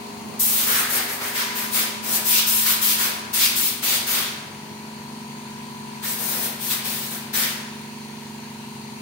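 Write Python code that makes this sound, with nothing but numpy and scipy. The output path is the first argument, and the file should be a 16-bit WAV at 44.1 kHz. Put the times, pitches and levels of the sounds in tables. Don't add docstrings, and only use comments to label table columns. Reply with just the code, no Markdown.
import sys
import numpy as np
from scipy import signal
from scipy.fft import rfft, irfft, next_fast_len
from scipy.io import wavfile
from scipy.ndimage import uniform_filter1d, map_coordinates

SR = 44100
rng = np.random.default_rng(int(sys.argv[2]) if len(sys.argv) > 2 else 0)


def dump(signal):
    limited = np.clip(np.atleast_2d(signal).T, -1, 1)
    pcm = np.round(limited * 32767).astype(np.int16)
    wavfile.write(sys.argv[1], SR, pcm)


N = 397341
t = np.arange(N) / SR


def blow_gun():
    # frequency in Hz, relative spectral density in dB per Hz.
    hiss_spectrum = [(3000, -24), (5500, -8.5), (7200, -7), (9000, -2), (11000, -6), (12000, -0.5),
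                     (14000, -1), (15700, 1)]
    spray_spectrum = [(1300, -39.5), (2300, -3), (3500, 1), (4800, -1.5), (6300, -5), (9000, -15)]
    roar_spectrum = [(600, -26.5), (1100, -1), (1600, 0.5), (2200, 0.5), (3600, -15)]
    low_spectrum = [(120, -34), (300, -0.5), (600, -0.5), (900, 1), (1500, -36)]
    # time in seconds, left-right level difference in dB.
    nozzle_aim = [(0, -1.5), (1.5, 8.5), (2.5, 3.5), (4.5, 6), (6.1, 6), (7.7, 8)]

    hiss_gain, spray_gain, roar_gain, low_gain = np.split(trigger(), [2, 3, 4])
    pan_db, = curves(nozzle_aim)
    pan_gain = amp([pan_db / 2, -pan_db / 2])
    flutter = amp(1.1 * wobble(18))
    hiss = hiss_gain * flutter * pan_gain * turbulence(hiss_spectrum, patchy_db=1.9)
    spray = spray_gain * flutter * turbulence(spray_spectrum, patchy_db=1.4)
    roar = roar_gain * turbulence(roar_spectrum, patchy_db=1.6)
    low_rush = low_gain * turbulence(low_spectrum, patchy_db=0.5)
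    return hiss + spray + roar + low_rush


def trigger():
    # spray off the floor in dB,
    # roar in corners in dB, low rush in dB; last the swell of these three in dB as the jet nears
    pulls = [(.389, 0.017, 0.25, -17, -21, -29.5, -36, -42.5, 10),
             (.64, 0.043, 0.16, -20, -20.5, -29, -27.5, -40, 5.5),
             (.878, 0.03, 0.095, -26, -21, -31, -31, -36.5, 12.5),
             (1.069, 0.031, 0.067, -33, -31.5, -45, -37.5, -43.5, -3),
             (1.19, 0.034, 0.092, -37, -30.5, -39, -35, -44, -0.5),
             (1.327, 0.041, 0.093, -28, -30, -29, -29.5, -42, 7.5),
             (1.53, 0.038, .12, -31, -30, -37, -37.5, -47, 2),
             (1.697, 0.067, 0.11, -21.5, -22, -27.5, -31.5, -41.5, 7.5),
             (2.012, 0.037, 0.15, -35, -20.5, -32.5, -34.5, -39, 12),
             (2.228, 0.048, 0.16, -22, -19, -23, -34.5, -48, 16.5),
             (2.45, .04, 0.19, -16.5, -24, -34.5, -40, -57, 4.5),
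             (2.645, 0.022, 0.08, -25, -20.5, -29.5, -31.5, -45.5, 1.5),
             (2.805, 0.026, .12, -17.5, -19.5, -27.5, -36.5, -51, 3.5),
             (2.96, .05, 0.093, -21, -22, -29.5, -30.5, -41, 5),
             (3.325, 0.019, 0.13, -21.5, -18.5, -22.5, -31.5, -48, 9),
             (3.545, 0.027, 0.13, -21.5, -21.5, -33.5, -44, -54, 1.5),
             (3.818, 0.021, 0.14, -21.5, -23, -28, -35, -43, 0),
             (4.058, 0.02, 0.13, -26, -22.5, -26.5, -30.5, -41, 9.5),
             (6.012, 0.036, 0.11, -31.5, -25, -38, -39.5, -47, -1.5),
             (6.16, 0.048, .3, -29.5, -26, -37.5, -39, -40.5, 5.5),
             (6.58, 0.046, 0.12, -35, -27, -38.5, -44, -51, 6.5),
             (6.69, 0.024, 0.045, -28, -25, -31, -35, -50, 2),
             (6.83, .03, 0.26, -27.5, -33, -42.5, -48, -52, -9),
             (7.09, 0.037, 0.07, -35, -32, -42, -42.5, -48.5, -3),
             (7.325, 0.023, .12, -26, -24, -30.5, -32.5, -43.5, 2.1)]
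    # hiss, spray, roar and low rush, each in dB per second.
    fade_db_per_s = [178, 107, 91, 69]
    arch_db = 1
    sweep_db = 2

    power = np.zeros((5, N))
    for start, opening, held, open_db, close_db, spray_db, roar_db, rush_db, swell_db in pulls:
        first = round(start * SR)
        since = t[:min(SR, N - first)]
        done = np.clip(since / held, 0, 1)
        hiss_db = open_db + (close_db - open_db) * done
        struck_db = np.add.outer([spray_db, roar_db, rush_db], swell_db * (done - 1))
        level_db = np.vstack([hiss_db, struck_db]) + arch_db * np.sin(np.pi * done)
        level_db = level_db - np.outer(fade_db_per_s, np.maximum(since - held, 0))
        swing_db = sweep_db * (.5 - done) / 2
        level_db = np.vstack([level_db[0] + swing_db, level_db[0] - swing_db, level_db[1:]])
        rise = np.sin(np.pi / 2 * np.clip(since / opening, 0, 1)) ** 2
        power[:, first:first + len(since)] += (amp(level_db) * rise) ** 2
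    return np.sqrt(power)


def turbulence(spectrum, patchy_db):
    # frequency in Hz, left-right likeness from -1 to 1.
    likeness = [(60, 0.61), (180, 0.93), (550, 0.45), (1650, 0.0073), (4970, -0.011), (15000, 0.0012)]

    def mid_side_response(hz):
        angle = np.arccos(np.clip(along(likeness, hz), -1, 1)) / 2
        return amp(along(spectrum, hz)) * np.array([np.cos(angle), np.sin(angle)])

    cells = signal.stft(rng.standard_normal((2, N)), nperseg=512)[2]
    patches = rng.standard_normal(cells.shape[1:])
    patches = uniform_filter1d(patches, size=6, axis=0)
    patches = uniform_filter1d(patches, size=10, axis=1)
    pair = signal.istft(cells * amp(patchy_db * unit(patches)), nperseg=512)[1][:, :N]
    mid, side = filtered(pair, mid_side_response)
    return np.array([mid + side, mid - side]) / mid.std()


def walls(x):
    # frequency in Hz, reverberation time (60 dB of decay) in seconds.
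    decay_times = [(500, 1.13), (2000, 1.22), (5000, 0.78), (10000, 0.59), (15000, 0.12)]
    hz, s, cells = signal.stft(rng.standard_normal((2, SR)), SR, nperseg=256)
    decay = amp(-60 * s / along(decay_times, hz)[:, None])
    tail = signal.istft(cells * decay, SR, nperseg=256)[1]
    tail = tail / np.linalg.norm(tail[0])
    delayed = np.pad(x, ((0, 0), (400, 0)))
    return signal.fftconvolve(delayed, tail, axes=1)[:, :N]


def pump():
    # multiple of the shaft speed, level in dB.
    shaft_orders = [(2, -73), (3, -70.5), (4, -64), (5, -62), (6, -48.5), (7, -54.5), (8, -62.5), (9, -41),
                    (10, -45), (11, -58), (12, -81), (13, -62), (14, -68), (15, -54.5), (16, -93),
                    (17, -52), (18, -69), (19, -62.5), (20, -78), (21, -73), (22, -77), (23, -82),
                    (24, -67.5), (25, -75.5), (26, -62.5), (27, -73), (28, -71.5), (29, -73), (30, -61.5),
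                    (31, -70.5), (32, -77), (33, -63), (34, -71), (35, -58.5), (36, -65.5), (37, -63),
                    (38, -58), (39, -52), (40, -59), (41, -52.5), (42, -66), (43, -55.5), (44, -72),
                    (45, -73), (46, -66.5), (47, -78), (48, -71), (49, -75), (50, -78), (51, -78),
                    (52, -76), (53, -87), (54, -66)]
    standing_waves = {6: [(0, 0.52, -15), (1.5, 0.55, -17), (2.9, 1.0, -22)], 9: [(.6, .3, -1.5),
                      (1.15, 0.25, -14), (3.75, 0.43, -8.5), (4.45, 0.27, -2.5)], 10: [(1.9, 0.27, 1),
                      (2.65, 0.63, -13), (4.6, 0.26, -15)], 7: [(1.8, 2.2, -4)], 11: [(2.8, 1.5, -8)],
                      13: [(3.6, 0.84, 6), (5, 0.48, 2)], 15: [(.6, 0.83, -16), (3.7, .4, 1)],
                      17: [(0, 0.42, 6.5), (1.5, 0.56, 6)], 26: [(7, 2.5, -12)], 30: [(.1, .3, 10)],
                      36: [(4.9, .4, -4), (8, 1.0, -7)], 39: [(.5, .15, -19), (3.6, 0.23, -7),
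                      (4.45, 0.14, -22), (7, .4, -8)], 40: [(7.9, .9, 5.5)], 42: [(4.7, .4, -8),
                      (7.9, 1.3, -10)], 44: [(8.3, 2.5, -18)], 41: [(.4, 0.17, -20), (1.5, 0.26, 7.5),
                      (2.4, 0.99, 7.5), (5.9, 1.0, 4.5), (8.5, 0.52, -4.5)], 43: [(1, .3, -18),
                      (2.1, .2, -5), (3.9, .5, -7), (4.75, .2, -14), (8.1, 0.34, -3), (9, 0.22, -6)]}
    # frequency in Hz, level in dB.
    hums = [(88, -72), (100, -61), (104, -72), (132, -55), (200, -68), (244, -64)]
    # time in seconds, extra lag of the even knock orders in radians.
    both_heads = [(0, 1.4), (6.9, 1.4), (7.6, 0), (9.01, 0)]
    # frequency in Hz, relative spectral density in dB per Hz.
    valve_spectrum = [(650, -34), (1100, -1), (1200, -14), (1420, -3), (1540, -3.5), (2340, -2),
                      (2560, -1.5), (3660, -6.5), (4370, 0), (5160, -10), (6590, -7), (7970, -13.5),
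                      (9310, -7.5), (10300, -15.5), (15700, -17)]
    casing_spectrum = [(20, -45), (60, -21), (90, -4), (130, -2.5), (220, 2.5), (400, -3.5), (550, -6.5),
                       (720, -5), (950, -4), (1200, -8), (1800, -32)]
    # time in seconds, valve noise level in dB, casing noise level in dB.
    noise_levels = [(0, -44.5, -46), (.35, -44.5, -38), (.47, -45, -52), (.8, -42, -49), (4.5, -46, -46.5),
                    (6, -45, -51), (9.01, -45.5, -51)]
    shaft_hz = 24.012

    shaft = 2 * np.pi * shaft_hz * (t - .009)
    tones = sum(tone(2 * np.pi * hz * t, db + 4.2 * wobble(1.57), hz) for hz, db in hums)
    even_lag, = curves(both_heads)
    for k, db in shaft_orders:
        bumps = [change_db * np.exp(-((t - s) / width) ** 2)
                 for s, width, change_db in standing_waves.get(k, [])]
        level_db = db + (sum(bumps) if bumps else 1.9 * wobble(1.47))
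        if k < 18:
            delay, scatter = .57, .6
        elif k > 32:
            delay, scatter = 1.8, .4
        else:
            delay, scatter = 0, 3
        lag = delay * k + rng.normal(0, scatter) + .2 * wobble(.6) + .1 * wobble(20)
        if k > 32 and k % 2 == 0:
            lag = lag + even_lag
        tones += tone(k * shaft - lag, level_db, k * shaft_hz)

    valves_db, casing_db = curves(noise_levels)
    puffs = unit(amp(.5 * np.cos(2 * shaft)))
    strokes = unit(amp(0.84 * np.cos(shaft) + 1.0 * np.cos(2 * shaft)))
    top_cut = [(17000, -120)]
    valves = amp(valves_db) * puffs * turbulence(valve_spectrum + top_cut, patchy_db=1.0)
    casing = amp(casing_db) * strokes * turbulence(casing_spectrum, patchy_db=1.5)
    return tones + valves + casing


def tone(turn, db, hz):
    # frequency in Hz, typical level of side against mid in dB.
    side_levels = [(60, -16), (250, -15), (420, -12), (700, 0), (1300, -5.5)]
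    size = np.sqrt(2) * amp(db + 0.78 * wobble(12))
    drift = rng.uniform(0, 2 * np.pi) + 1.45 * wobble(0.734)
    side = amp(along(side_levels, hz) + 5.2 * wobble(1)) * np.sin(turn + drift)
    return size * np.array([np.sin(turn) + side, np.sin(turn) - side])


def port_response(hz):
    # frequency in Hz, left-right level difference in dB.
    port_lean = [(60, 4), (180, -0.5), (550, 0.5), (1650, 1), (4970, 2.5), (15000, 7)]
    lean_db = along(port_lean, hz)
    return amp([lean_db / 2, -lean_db / 2])


def amp(db):
    return 10 ** (np.asarray(db) / 20)


def unit(x):
    return x / np.sqrt(np.mean(x ** 2) + 1e-20)


def along(points, hz):
    f, v = np.transpose(points)
    return np.interp(np.log(hz + 1), np.log(f + 1), v)


def curves(rows):
    s, *cols = np.transpose(rows)
    return [np.interp(t, s, c) for c in cols]


def wobble(rate):
    return map_coordinates(rng.standard_normal(int(N * rate / SR) + 4), [t * rate], order=1)


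def filtered(x, response):
    m = next_fast_len(N + SR // 2)
    return irfft(rfft(x, m) * response(np.fft.rfftfreq(m, 1 / SR)), m)[..., :N]


def scene():
    air = blow_gun()
    hum = filtered(pump(), port_response)
    return air + amp(-8.0) * walls(air) + hum


def record(dry):
    top_hz = 15750
    return filtered(dry, lambda hz: hz < top_hz)


dry = scene()
out = record(dry)
dump(out)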